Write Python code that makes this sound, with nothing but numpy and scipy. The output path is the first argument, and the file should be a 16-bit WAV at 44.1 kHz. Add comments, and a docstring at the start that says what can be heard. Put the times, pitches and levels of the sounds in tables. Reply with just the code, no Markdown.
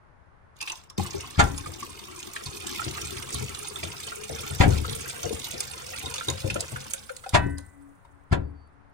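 """Pouring hot water into a beaker

Hot water is poured from an electric kettle into a large, part-filled plastic beaker on a tray on a wooden table.
Drops slap and ping first; then the stream crackles, bubbles and gulps, and thins out into a few last drips.
The air above the water is a pair of resonances that climb in pitch as the beaker fills.
The kettle knocks four times: noise rattles its body, its steel rings, and the table booms under it.
Thin squeaks come last. All is heard in a small room by a close pair of microphone ports."""
import sys
import numpy as np
from scipy import signal
from scipy.fft import rfft, irfft
from scipy.io import wavfile

SR = 44100
rng = np.random.default_rng(int(sys.argv[2]) if len(sys.argv) > 2 else 0)


def master_out(mix):
    """Clip the mix to full scale and print it as 16-bit PCM to the path in sys.argv[1]."""
    frames = np.transpose(np.atleast_2d(mix))
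    ceiling = np.clip(frames, -1, 1)
    pcm = np.round(ceiling * 32767).astype(np.int16)
    wavfile.write(sys.argv[1], SR, pcm)


N = 393813  # length in samples

# Background sound of the room. Each row: frequency in Hz, relative level in dB.
ROOM_TONE_SPECTRUM = [(25, 0.5), (90, 4.5), (230, -10.5), (520, -13.5), (900, -10), (1500, -13.5),
                      (2000, -20), (3000, -33), (5000, -41), (8500, -49.5), (9500, -42), (10500, -52)]
ROOM_TONE_DB = -57.5

# A thread of water slips over the spout before the pour.
DRIBBLE_START_S, DRIBBLE_DB, DRIBBLE_S = 0.54, -58, 0.34

# Tone of the fine spray. Each row: frequency in Hz, relative level in dB.
SPRAY_SPECTRUM = [(1290, -41), (2200, -3), (2940, -6.5), (3560, -1), (4000, -4.5), (5670, -2.5),
                  (9100, -6.5), (10700, -16), (13900, 0), (16000, -10)]
# Tone of the bursting bubbles. Each row: frequency in Hz, relative level in dB.
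BUBBLING_SPECTRUM = [(500, -22), (750, -5), (1200, 1), (2300, 2), (2900, 8.5), (4000, -22.5), (7000, -38.5)]
SPRAY_DB, BUBBLING_DB, FOAM_DB = 1, -7, -6  # against the flow

# Drops slapping the surface.
# Each row: start in seconds, level in dB, starting pitch of the ping in Hz, level of the fine spatter in dB.
DROP_HITS = [(0.566, -48, 6500, -53), (0.613, -23, 2570, -28), (0.626, -25, 2520, -33),
             (0.698, -22, 2670, -48), (0.719, -21, 5960, -55), (0.8998, -33.5, 5320, -39.5),
             (1.578, -20.5, 6700, -36), (2.461, -25.5, 4350, -36), (3.0517, -36, 5370, -31),
             (3.3437, -19.5, 9100, -34), (3.758, -24, 3440, -53), (4.074, -25.5, 2950, -52),
             (5.231, -20, 6040, -42), (5.605, -22, 4960, -21), (6.0594, -22, 3580, -53),
             (6.0997, -30, 8900, -35), (6.1397, -19, 6240, -53), (6.181, -21.5, 3570, -54),
             (6.2839, -15, 3640, -41.5), (6.3001, -17.5, 6600, -28), (6.5425, -24, 8800, -31),
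             (6.6063, -29, 9000, -20), (6.9085, -38.5, 8850, -28), (6.935, -29.5, 6160, -17.5),
             (7.1653, -42, 8300, -34), (7.292, -33, 9350, -28.5), (7.5822, -28.5, 9200, -40)]
# Single ringing bubbles, from small pings to deep plops.
# Each row: start in seconds, level in dB, starting pitch in Hz.
SINGLE_BUBBLES = [(0.605, -29, 2680), (0.6742, -21.5, 2580), (0.9798, -24, 190), (0.995, -25.5, 800),
                  (1.054, -33.5, 1130), (1.14, -31, 380), (1.242, -37.5, 1080), (1.659, -31, 1200),
                  (1.826, -29.5, 1110), (2.362, -23.5, 1820), (2.793, -25, 1290), (2.816, -26.5, 1390),
                  (3.8306, -23, 2320), (4.119, -31, 1400), (4.8457, -27.5, 1240), (5.934, -31.5, 1870),
                  (6.209, -27.5, 1360), (6.287, -29.5, 370), (6.4998, -18, 2600), (6.56, -24.5, 1290),
                  (6.759, -28, 1440), (6.937, -35, 1490), (7.093, -29, 1380), (7.097, -43.5, 524),
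                  (7.238, -33, 1320), (7.261, -29.5, 760), (8.048, -48, 930)]

# Tone of the foam. Each row: frequency in Hz, relative level in dB.
FOAM_SPECTRUM = [(1500, -41), (2800, -30), (7800, 3), (9500, 8), (10800, -4), (15000, 8.5)]
FOAM_LAG_S, FOAM_DIES_DB_PER_S = 0.41, 24.5  # foam follows the jet late and outlasts it
DROP_FIZZ_DB, DROP_FIZZ_S = -60, 0.066  # fizz left by a drop: level against the drop, fall time

# Ringing wall of the beaker. Each row: frequency in Hz, width in Hz, relative level in dB.
BEAKER_WALL = [(511, 35, -5.5), (2580, 21, -2), (2670, 250, -9.5), (3630, 470, -8)]
# Air column above the water.
# Each row: time in seconds, first resonance in Hz, second resonance in Hz, both before the slosh.
AIR_RESONANCES = [(.6, 335, 1020), (2.3, 375, 1150), (3, 400, 1280), (4.3, 432, 1370), (6, 495, 1430),
                  (7.2, 515, 1500)]
SLOSH, SLOSH_PER_S = .032, 14  # the churning surface shifts the air's pitch by about this share
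WANDER_PER_S = 25  # how often the mix of close echoes shifts

# Strength of the steady jet. Each row: time in seconds, level in dB.
JET_LEVEL = [(1.15, -57.5), (1.47, -54), (2.34, -52.5), (2.77, -45), (4.16, -50.5), (4.52, -45.5),
             (5.7, -49), (6.48, -49.5), (6.9, -53.5)]
POUR_START_S = .977
FIRST_SPLASH_DB, FIRST_SPLASH_S = 13.5, 0.22  # extra level as the jet arrives, and how fast it settles
DRAIN_DB_PER_S = 43  # after the last row the stream thins to nothing

# Gulps of air dragged under. Each row: start in seconds, thud level in dB, gurgle level in dB.
AIR_GULPS = [(0.978, -25, -35), (1.141, -35, -30.5), (1.665, -34.5, -36.5), (2.458, -36.5, -60),
             (2.862, -28.5, -32), (3.026, -44, -41), (3.153, -38, -56), (3.334, -28, -63),
             (3.407, -30.5, -37), (3.826, -29, -31.5), (4.295, -34, -26.5), (4.501, -27.5, -36),
             (4.88, -25, -39), (5.237, -32, -24.5), (5.305, -34, -28), (5.534, -50, -32.5),
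             (6.035, -40, -34), (6.278, -23.5, -27), (6.441, -22, -23.5), (6.51, -29, -38),
             (6.555, -52, -22.5), (6.717, -28.5, -34.5)]
# Tone of the gurgle. Each row: frequency in Hz, relative level in dB.
GURGLE_SPECTRUM = [(150, -7.5), (260, -3.5), (380, 5), (560, 3), (800, -2), (1800, -15)]

# The kettle's clacks. Each row: moment of the peak in seconds, level in dB, rise time in seconds,
# brightness cutoff in Hz, long ring against the clack in dB, level of the hum in dB.
KETTLE_CLACKS = [(1.398, -6.5, 0.0056, 4180, -1.5, -36), (4.61, -9, 0.0046, 3020, -30, -55),
                 (4.634, -11, 0.0014, 1400, -13, -63), (7.349, -6, 0.0054, 3060, 10, -28.5),
                 (8.327, -15, 0.0043, 1790, -11, -42.5)]
# Resonances of the kettle body. Each row: frequency in Hz, width in Hz, relative level in dB.
KETTLE_BODY = [(230, 66, -14), (350, 46, -4), (556, 44, -1.5), (731, 41, 1.5), (784, 110, 4), (959, 32, 6),
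               (1175, 36, -2.5), (1366, 92, 1), (1590, 250, -3.5), (1911, 76, -3.5), (2170, 26, -3.5),
               (2270, 28, -3.5), (2520, 31, -6), (3440, 170, -9.5), (6500, 1300, -14.5)]

# Blows reaching the table. Each row: start in seconds, level in dB, contact time in seconds,
# lead of the first light touch in seconds.
TABLE_BLOWS = [(1.391, 0, 0.0009, 0.013), (4.602, 1, 0.0013, 0.00091), (4.661, -1, 0.0013, 0.015),
               (4.678, -1, 0.0014, 0.014), (7.345, -2, 0.0011, 0.012), (7.462, -13, 0.0019, 0.0066),
               (8.324, -3.5, 0.0018, 0.013)]
# Resonances of table and tray. Each row: frequency in Hz, width in Hz, relative level in dB.
TABLE_MODES = [(38.3, 7.9, -0.5), (53.5, 9.1, -7), (74.8, 5.5, 11), (94, 7.2, 5), (112, 22, 4.5),
               (154, 16, -7.5), (253.4, 56, -7), (360, 35, -9.5)]
TOUCH_DB, TOUCH_S = -15, 0.0037  # the touch is weaker and softer than the blow

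# Long ring of the kettle's steel.
# Each row: frequency in Hz, relative level in dB, time to fall by 60 dB in seconds.
STEEL_MODES = [(705, -6, 0.27), (748, -4, 0.19), (985, 1, 0.38), (1523, -1, 0.62), (1750, -10, 0.65),
               (1803, -14, 0.75), (1884, 3, 0.42), (1992, -8, 0.85), (2207, -15, 0.35), (2579, -2, 0.3),
               (2676, -13, 0.22), (2961, -10, 0.32), (3391, -10, 0.19)]
# The wall is not quite round: each mode has a weaker twin up to this share away, and beats.
TWIN_SPLIT, TWIN_DB = .012, -10

HUM_HZ, HUM_SWELLS_PER_S, HUM_T60_S = 281, 2.93, 1.5  # low wavering ring after a clack

# Thin squeaks as the kettle is tilted.
# Each row: start in seconds, length in seconds, starting pitch in Hz, fall of pitch in Hz, level in dB.
KETTLE_SQUEAKS = [(8.406, 0.12, 4700, 159, -80), (8.532, 0.17, 4570, 30, -73.5)]

# Tone of the left microphone port. Each row: frequency in Hz, gain in dB.
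LEFT_PORT_TONE = [(60, 3.5), (550, 5.5), (1300, 2.5), (4400, 2), (7500, 4), (9000, -3), (11000, -19.5),
                  (15000, -19.5)]
# Tone of the right microphone port. Each row: frequency in Hz, gain in dB.
RIGHT_PORT_TONE = [(60, -2.5), (350, -2), (650, 0), (1300, 3), (7500, 5.5), (9000, 10), (15000, -5)]
PORT_LAG_S = 39 / SR  # how late the left port is
CUTOFF_HZ = 16200


def from_db(db):
    """Turn decibels into a gain."""
    return 10 ** (np.asarray(db) / 20)


def rms_one(x):
    """Scale a sound to an average (rms) strength of 1."""
    return x / np.sqrt(np.mean(x ** 2) + 1e-20)


def in_time(rows):
    """Draw straight lines between the rows of a curve, one value per sample."""
    s, *columns = np.transpose(rows)
    return [np.interp(np.arange(N) / SR, s, c) for c in columns]


def add(track, s, sound):
    """Mix a sound into a track at a time in seconds."""
    at = max(round(s * SR), 0)
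    track[at:at + len(sound)] += sound[:N - at]


def seconds(length):
    """Make a time axis from zero."""
    return np.arange(int(length * SR)) / SR


def low_pass(x, hz, order=2):
    """Dull a sound above a frequency (Butterworth filter)."""
    return signal.sosfilt(signal.butter(order, min(hz, .45 * SR), fs=SR, output="sos"), x)


def colour(x, points, size=4096):
    """Give a sound the tone of a table, with a filter that responds at once (minimum phase)."""
    hz, db = np.transpose(points)
    grid = np.maximum(np.arange(size // 2 + 1) * SR / size, 1)
    gain = from_db(np.interp(np.log(grid), np.log(hz), db))
    cepstrum = irfft(np.log(gain))
    cepstrum[1:size // 2] *= 2  # fold the second half onto the first, so nothing sounds early
    response = irfft(np.exp(rfft(cepstrum[:size // 2], size)))
    return signal.oaconvolve(x, response)[:N]


def drift(rate):
    """Wander by chance: random points, this many a second, joined by straight lines."""
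    knots = rng.standard_normal(4000)
    return np.interp(np.arange(N) / SR * rate, np.arange(len(knots)), knots)


def resonance(hz, width_hz):
    """Filter numbers of one resonance with gain 1 on top."""
    r = np.exp(-np.pi * width_hz / SR)
    return (1 - r * r) / 2 * np.array([1, 0, -1]), [1, -2 * r * np.cos(2 * np.pi * hz / SR), r * r]


def resonate(x, modes):
    """An object rings at several resonances side by side."""
    return sum(from_db(db) * signal.lfilter(*resonance(hz, width), x + 1e-18) for hz, width, db in modes)


def swell(t, rise_s, fall_s):
    """A quick rise and an exponential fall, peak 1."""
    shape = (1 - np.exp(-t / rise_s)) ** 2 * np.exp(-t / fall_s)
    return shape / shape.max()


def room_tone():
    """Soft coloured noise, nearly separate in the two ports."""
    hush = np.array([rms_one(colour(white, ROOM_TONE_SPECTRUM)) for white in rng.standard_normal((2, N))])
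    return from_db(ROOM_TONE_DB) * (hush + 0.033 * hush[::-1])


def dribble():
    """Gain of the first thread of water: it swells and breaks off."""
    out = np.zeros(N)
    add(out, DRIBBLE_START_S, from_db(DRIBBLE_DB) * np.sin(np.pi * seconds(DRIBBLE_S) / DRIBBLE_S))
    return out


def grains(per_s, low_hz, high_hz, q, spread_db, clump_db, count=28):
    """Bubbles of many sizes are born, in clumps of strength; each rings briefly at its own pitch."""
    born = np.flatnonzero(rng.random(N) < per_s / SR)
    size_db = spread_db * np.minimum(rng.exponential(1, N), 4) + clump_db * drift(110)
    sizes = from_db(size_db) * rng.choice([-1, 1], N)
    pitch_number = rng.integers(0, count, N)
    out = np.zeros(N)
    for k, hz in enumerate(np.geomspace(low_hz, min(high_hz, .45 * SR), count)):
        mine = born[pitch_number[born] == k]
        clicks = np.full(N, 1e-18)
        clicks[mine] = sizes[mine]
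        out += signal.lfilter(*resonance(hz, hz / q), clicks)
    return out


def splashes(per_s, spread_db):
    """Droplets thrown up by the jet fall back in short, uneven spits."""
    sizes = (rng.random(N) < per_s / SR) * from_db(spread_db * np.minimum(rng.exponential(1, N), 2.5))
    strength = signal.oaconvolve(sizes, swell(seconds(.02), 0.00088, 0.0013))[:N]
    return rms_one(strength * rng.standard_normal(N))


def bubble(hz, cycles, rise):
    """A fading sine whose pitch climbs as the bubble nears the surface."""
    age = seconds(6 * cycles / hz) * hz / cycles  # 1 when it has faded to about a third
    tone = np.sin(2 * np.pi * cycles * (age + rise * age ** 2 / 2))
    return tone * np.exp(-age) * (1 - np.exp(-5 * age))


def bubbles(per_s, low_hz, high_hz, cycles, rise, spread_db):
    """Air carried under by the jet: bubbles of every size, each with its own life and glide."""
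    out, draws = np.zeros(N), rng.random((20000, 4))
    for when, size, strength, life in draws[:int(per_s * N / SR)]:
        gain = from_db(spread_db * min(-np.log(strength), 2.5))
        hz = low_hz * (high_hz / low_hz) ** size
        add(out, when * N / SR, gain * bubble(hz, cycles * (.5 + life), rise * 2 * life))
    return out


def stream(jet):
    """Tiny bubbles crackle over a fine hiss where the jet lands; larger ones burst in a choppy splash."""
    crackle = rms_one(grains(3000, 1820, 15100, q=5.5, spread_db=8.0, clump_db=4.5))
    spits = from_db(-2) * splashes(per_s=45, spread_db=5)
    hiss = from_db(-8.0) * rng.standard_normal(N)
    spray = colour(crackle + spits + hiss, SPRAY_SPECTRUM)
    burble = rms_one(bubbles(1400, 600, 4200, cycles=3.2, rise=0.012, spread_db=5))
    burble = burble + from_db(-4) * splashes(per_s=80, spread_db=5)
    burble = colour(burble, BUBBLING_SPECTRUM) * from_db(3.2 * drift(50))
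    return jet * (from_db(SPRAY_DB) * rms_one(spray) + from_db(BUBBLING_DB) * rms_one(burble))


def drops(slap_db, ping_db, puff_db, spatter_db):
    """A drop slaps, spatters, puffs air into the beaker and leaves a tiny pinging bubble."""
    out, t = np.zeros(N), seconds(0.05)
    for s, db, hz, fine_db in DROP_HITS:
        noise = rng.standard_normal((3, len(t)))
        slap = signal.lfilter(*resonance(4800, 4100), noise[0]) * swell(t, 0.0054, 0.00047)
        puff = signal.lfilter(*resonance(910, 430), noise[1]) * swell(t, 0.0016, 0.0097)
        spatter = signal.lfilter(*resonance(6900, 8300), noise[2]) * swell(t, 0.00024, 0.00064)
        add(out, s, from_db(db) * (from_db(slap_db) * slap + from_db(puff_db) * puff))
        add(out, s, from_db(fine_db + spatter_db) * spatter)
        add(out, s, from_db(db + ping_db) * bubble(hz, cycles=9.9, rise=0.039))
    return out


def foam(jet):
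    """Foam gathers behind the jet and bursts slowly away; every drop leaves a short fizz too."""
    t = np.arange(N) / SR
    fed = np.interp(t - FOAM_LAG_S, t, jet) * from_db(FOAM_DB)
    dying = from_db(-FOAM_DIES_DB_PER_S * t)
    amount = np.maximum.accumulate(fed / dying) * dying  # follows a rise at once, falls only slowly
    for s, db, *_ in DROP_HITS:
        add(amount, s, from_db(db + DROP_FIZZ_DB) * swell(seconds(.3), .002, DROP_FIZZ_S))
    bursts = rms_one(grains(1200, 2000, 12400, q=16, spread_db=4.0, clump_db=9.0))
    return amount * rms_one(colour(bursts + from_db(-1.5) * rng.standard_normal(N), FOAM_SPECTRUM))


def single_bubbles(bubble_db, splash_db):
    """Large single bubbles ring inside a rough splash of noise around the same pitch."""
    out, t = np.zeros(N), seconds(0.05)
    for s, db, hz in SINGLE_BUBBLES:
        splash = rms_one(signal.lfilter(*resonance(hz, hz), rng.standard_normal(len(t))))
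        add(out, s, from_db(db + splash_db) * splash * swell(t, 0.00065, .007))
        add(out, s, from_db(db + bubble_db) * bubble(hz, cycles=4.4, rise=0.013))
    return out


def air_column(x, first_db, second_db, first_width_hz, second_width_hz, size=256):
    """The air in the beaker rings higher as the water rises, and wavers as it sloshes."""
    out = x.copy()
    slosh = 1 + SLOSH * drift(SLOSH_PER_S)
    tracks = in_time(AIR_RESONANCES) * slosh
    for track, db, width in zip(tracks, (first_db, second_db), (first_width_hz, second_width_hz)):
        state = np.zeros(2)
        for i in range(0, N, size):  # a new pitch for every short block
            block, state = signal.lfilter(*resonance(track[i], width), x[i:i + size], zi=state)
            out[i:i + size] += from_db(db) * block
    return out


def room(x, early_db, early_t60, tail_db, tail_t60, wall_hz, count=5):
    """Close echoes change as the source wanders; a duller tail follows, different at each port."""
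    t, out = seconds(.6), []
    places = np.array([drift(WANDER_PER_S) for _ in range(count)])
    parts = x * places / np.linalg.norm(places, axis=0)
    for tail, *patterns in rng.standard_normal((2, count + 1, len(t))):
        tail = low_pass(tail, wall_hz, order=1) * from_db(-60 * t / tail_t60) * (t > .008)
        port = x + from_db(tail_db) * signal.oaconvolve(x, tail / np.linalg.norm(tail))[:N]
        for part, early in zip(parts, patterns):
            early = (early * from_db(-60 * t / early_t60) * (t > .001))[t < 2 * early_t60]
            port += from_db(early_db) * signal.oaconvolve(part, early / np.linalg.norm(early))[:N]
        out.append(port)
    return np.array(out)


def flow():
    """Gain of the jet: a first splash, the steady pour, then it drains away."""
    t = np.arange(N) / SR
    age = np.maximum(t - POUR_START_S, 0)
    first_splash = FIRST_SPLASH_DB * np.exp(-age / FIRST_SPLASH_S)
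    drained = DRAIN_DB_PER_S * np.maximum(t - JET_LEVEL[-1][0], 0)
    return from_db(in_time(JET_LEVEL)[0] + first_splash - drained) * (age > 0)


def glugging(jet, level_db):
    """The plunging jet keeps up a low, lumpy gurgle of big bubbles deep in the water."""
    deep = bubbles(600, 190, 560, cycles=3.2, rise=0.03, spread_db=3)
    return from_db(level_db) * jet * rms_one(deep)


def gulps(jet):
    """Pockets of air gurgle in the beaker and shake the tray; the jet adds a little steady shaking."""
    thud, gurgle, t = jet * from_db(-9.5), np.zeros(N), seconds(0.36)
    for s, thud_db, gurgle_db in AIR_GULPS:
        add(thud, s, from_db(thud_db - 9.0) * swell(t, 0.00096, 0.041))
        add(gurgle, s, from_db(gurgle_db - 11.0) * swell(t, 0.0005, 0.029))
    churn = bubbles(1200, 175.0, 1200, cycles=1.84, rise=0.018, spread_db=-0.5)
    churn = rms_one(colour(churn, GURGLE_SPECTRUM))
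    shake = resonate(thud * rng.standard_normal(N), [(89.0, 36.6, 0), (132.0, 15, 0)])
    shake = colour(shake, [(25, -14.0), (70, 4.0), (190, -5.0), (400, -24.0), (1200, -22)])
    return gurgle * churn, from_db(29.0) * shake


def kettle(rattle_db, crack_db, fall_s):
    """Each clack is a rattle of contacts that builds and dies in the body."""
    contacts, lead = np.zeros(N), .025
    t = seconds(.15) - lead  # zero at the peak
    for s, db, rise_s, bright_hz, *_ in KETTLE_CLACKS:
        rattle = rng.standard_normal(len(t)) * np.exp(np.minimum(t / rise_s, -t / fall_s))
        add(contacts, s - lead, from_db(db) * low_pass(rattle, bright_hz, order=1))
    return from_db(rattle_db) * resonate(contacts, KETTLE_BODY) + from_db(crack_db) * low_pass(contacts, 4700)


def table(boom_db, shudder_db, shudder_s):
    """A light touch, then the full push sets the table booming; the things on it shudder for a while."""
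    force, t = np.zeros(N), seconds(.7)
    for s, db, contact_s, lead_s in TABLE_BLOWS:
        touch, push = (np.sin(np.pi * np.minimum(t / length, 1)) for length in (TOUCH_S, contact_s))
        shudder = rng.standard_normal(len(t)) * swell(t, 0.0014, shudder_s)
        add(force, s - lead_s, from_db(db + TOUCH_DB) * touch)
        add(force, s, from_db(db) * (push + from_db(shudder_db) * shudder))
    return from_db(boom_db) * low_pass(resonate(force, TABLE_MODES), 470)


def steel(level_db):
    """The kettle's steel sings on after each clack, in close pairs of modes that beat."""
    out, t = np.zeros((2, N)), seconds(0.7)
    ring = np.zeros(len(t))
    for hz, db, t60 in STEEL_MODES:
        twin_hz = hz * (1 + TWIN_SPLIT * (2 * rng.random() - 1))
        pair = np.sin(2 * np.pi * hz * t) + from_db(TWIN_DB) * np.sin(2 * np.pi * twin_hz * t)
        ring += from_db(db - 60 * t / t60) * pair
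    for s, db, _, _, ring_db, _ in KETTLE_CLACKS:
        for port, lead_s in zip(out, (PORT_LAG_S, 0)):  # early on the left, to cancel that port's lag
            add(port, s - lead_s, from_db(level_db + db + ring_db) * ring)
    return out


def hum():
    """Each clack leaves a low ring that swells and sinks as it dies."""
    out, t = np.zeros(N), seconds(HUM_T60_S)
    swells = np.sin(np.pi * HUM_SWELLS_PER_S * t) ** 2
    ring = np.sin(2 * np.pi * HUM_HZ * t) * swells * from_db(-60 * t / HUM_T60_S)
    for s, *_, hum_db in KETTLE_CLACKS:
        add(out, s, from_db(hum_db) * ring)
    return out * from_db(0.83 * drift(40))


def squeaks():
    """Thin tones that swell, sag in pitch and fade."""
    out = np.zeros(N)
    for s, length, hz, fall_hz, db in KETTLE_SQUEAKS:
        t = seconds(length)
        tone = np.sin(2 * np.pi * t * (hz - fall_hz * t / length / 2))
        add(out, s, from_db(db) * np.sin(np.pi * t / length) * tone)
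    return out


def scene():
    """Water and kettle sound into the room; the table's bass reaches both ports alike."""
    jet = flow()
    gurgle, thud = gulps(jet)
    water = stream(jet + dribble()) + foam(jet) + from_db(-11) * gurgle
    water += drops(slap_db=-6.5, ping_db=-6.0, puff_db=-14.0, spatter_db=2)
    water += single_bubbles(bubble_db=-4, splash_db=-17.5)
    water = water + resonate(water, BEAKER_WALL) + glugging(jet, level_db=-13)
    water = air_column(water, first_db=15.5, second_db=4, first_width_hz=48, second_width_hz=200)
    water = room(water + from_db(-4.5) * gurgle, early_db=1.0, early_t60=0.029,
                 tail_db=-11.5, tail_t60=0.25, wall_hz=6100)
    knocks = room(kettle(rattle_db=4.0, crack_db=-13.5, fall_s=0.011), early_db=-2.0, early_t60=0.063,
                  tail_db=-14.0, tail_t60=0.24, wall_hz=588)
    boom = table(boom_db=1.5, shudder_db=-3.5, shudder_s=0.07)
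    return water + knocks + steel(level_db=-38) + thud + boom + hum() + squeaks() + room_tone()


def record(dry):
    """Loud peaks are rounded; the left port is fuller, duller and late below the treble; the top is cut."""
    left, right = .6 * np.tanh(dry / .6)
    hz = np.arange(N + 1) * SR / (2 * N)
    lag = PORT_LAG_S / (1 + (hz / 5000) ** 40)  # vanishes above 5000 Hz
    left = irfft(rfft(left, 2 * N) * np.exp(-2j * np.pi * hz * lag))[:N]
    ports = np.array([colour(left, LEFT_PORT_TONE), colour(right, RIGHT_PORT_TONE)])
    return signal.sosfilt(signal.ellip(10, .3, 90, CUTOFF_HZ, fs=SR, output="sos"), ports)


dry = scene()
out = record(dry)
master_out(out)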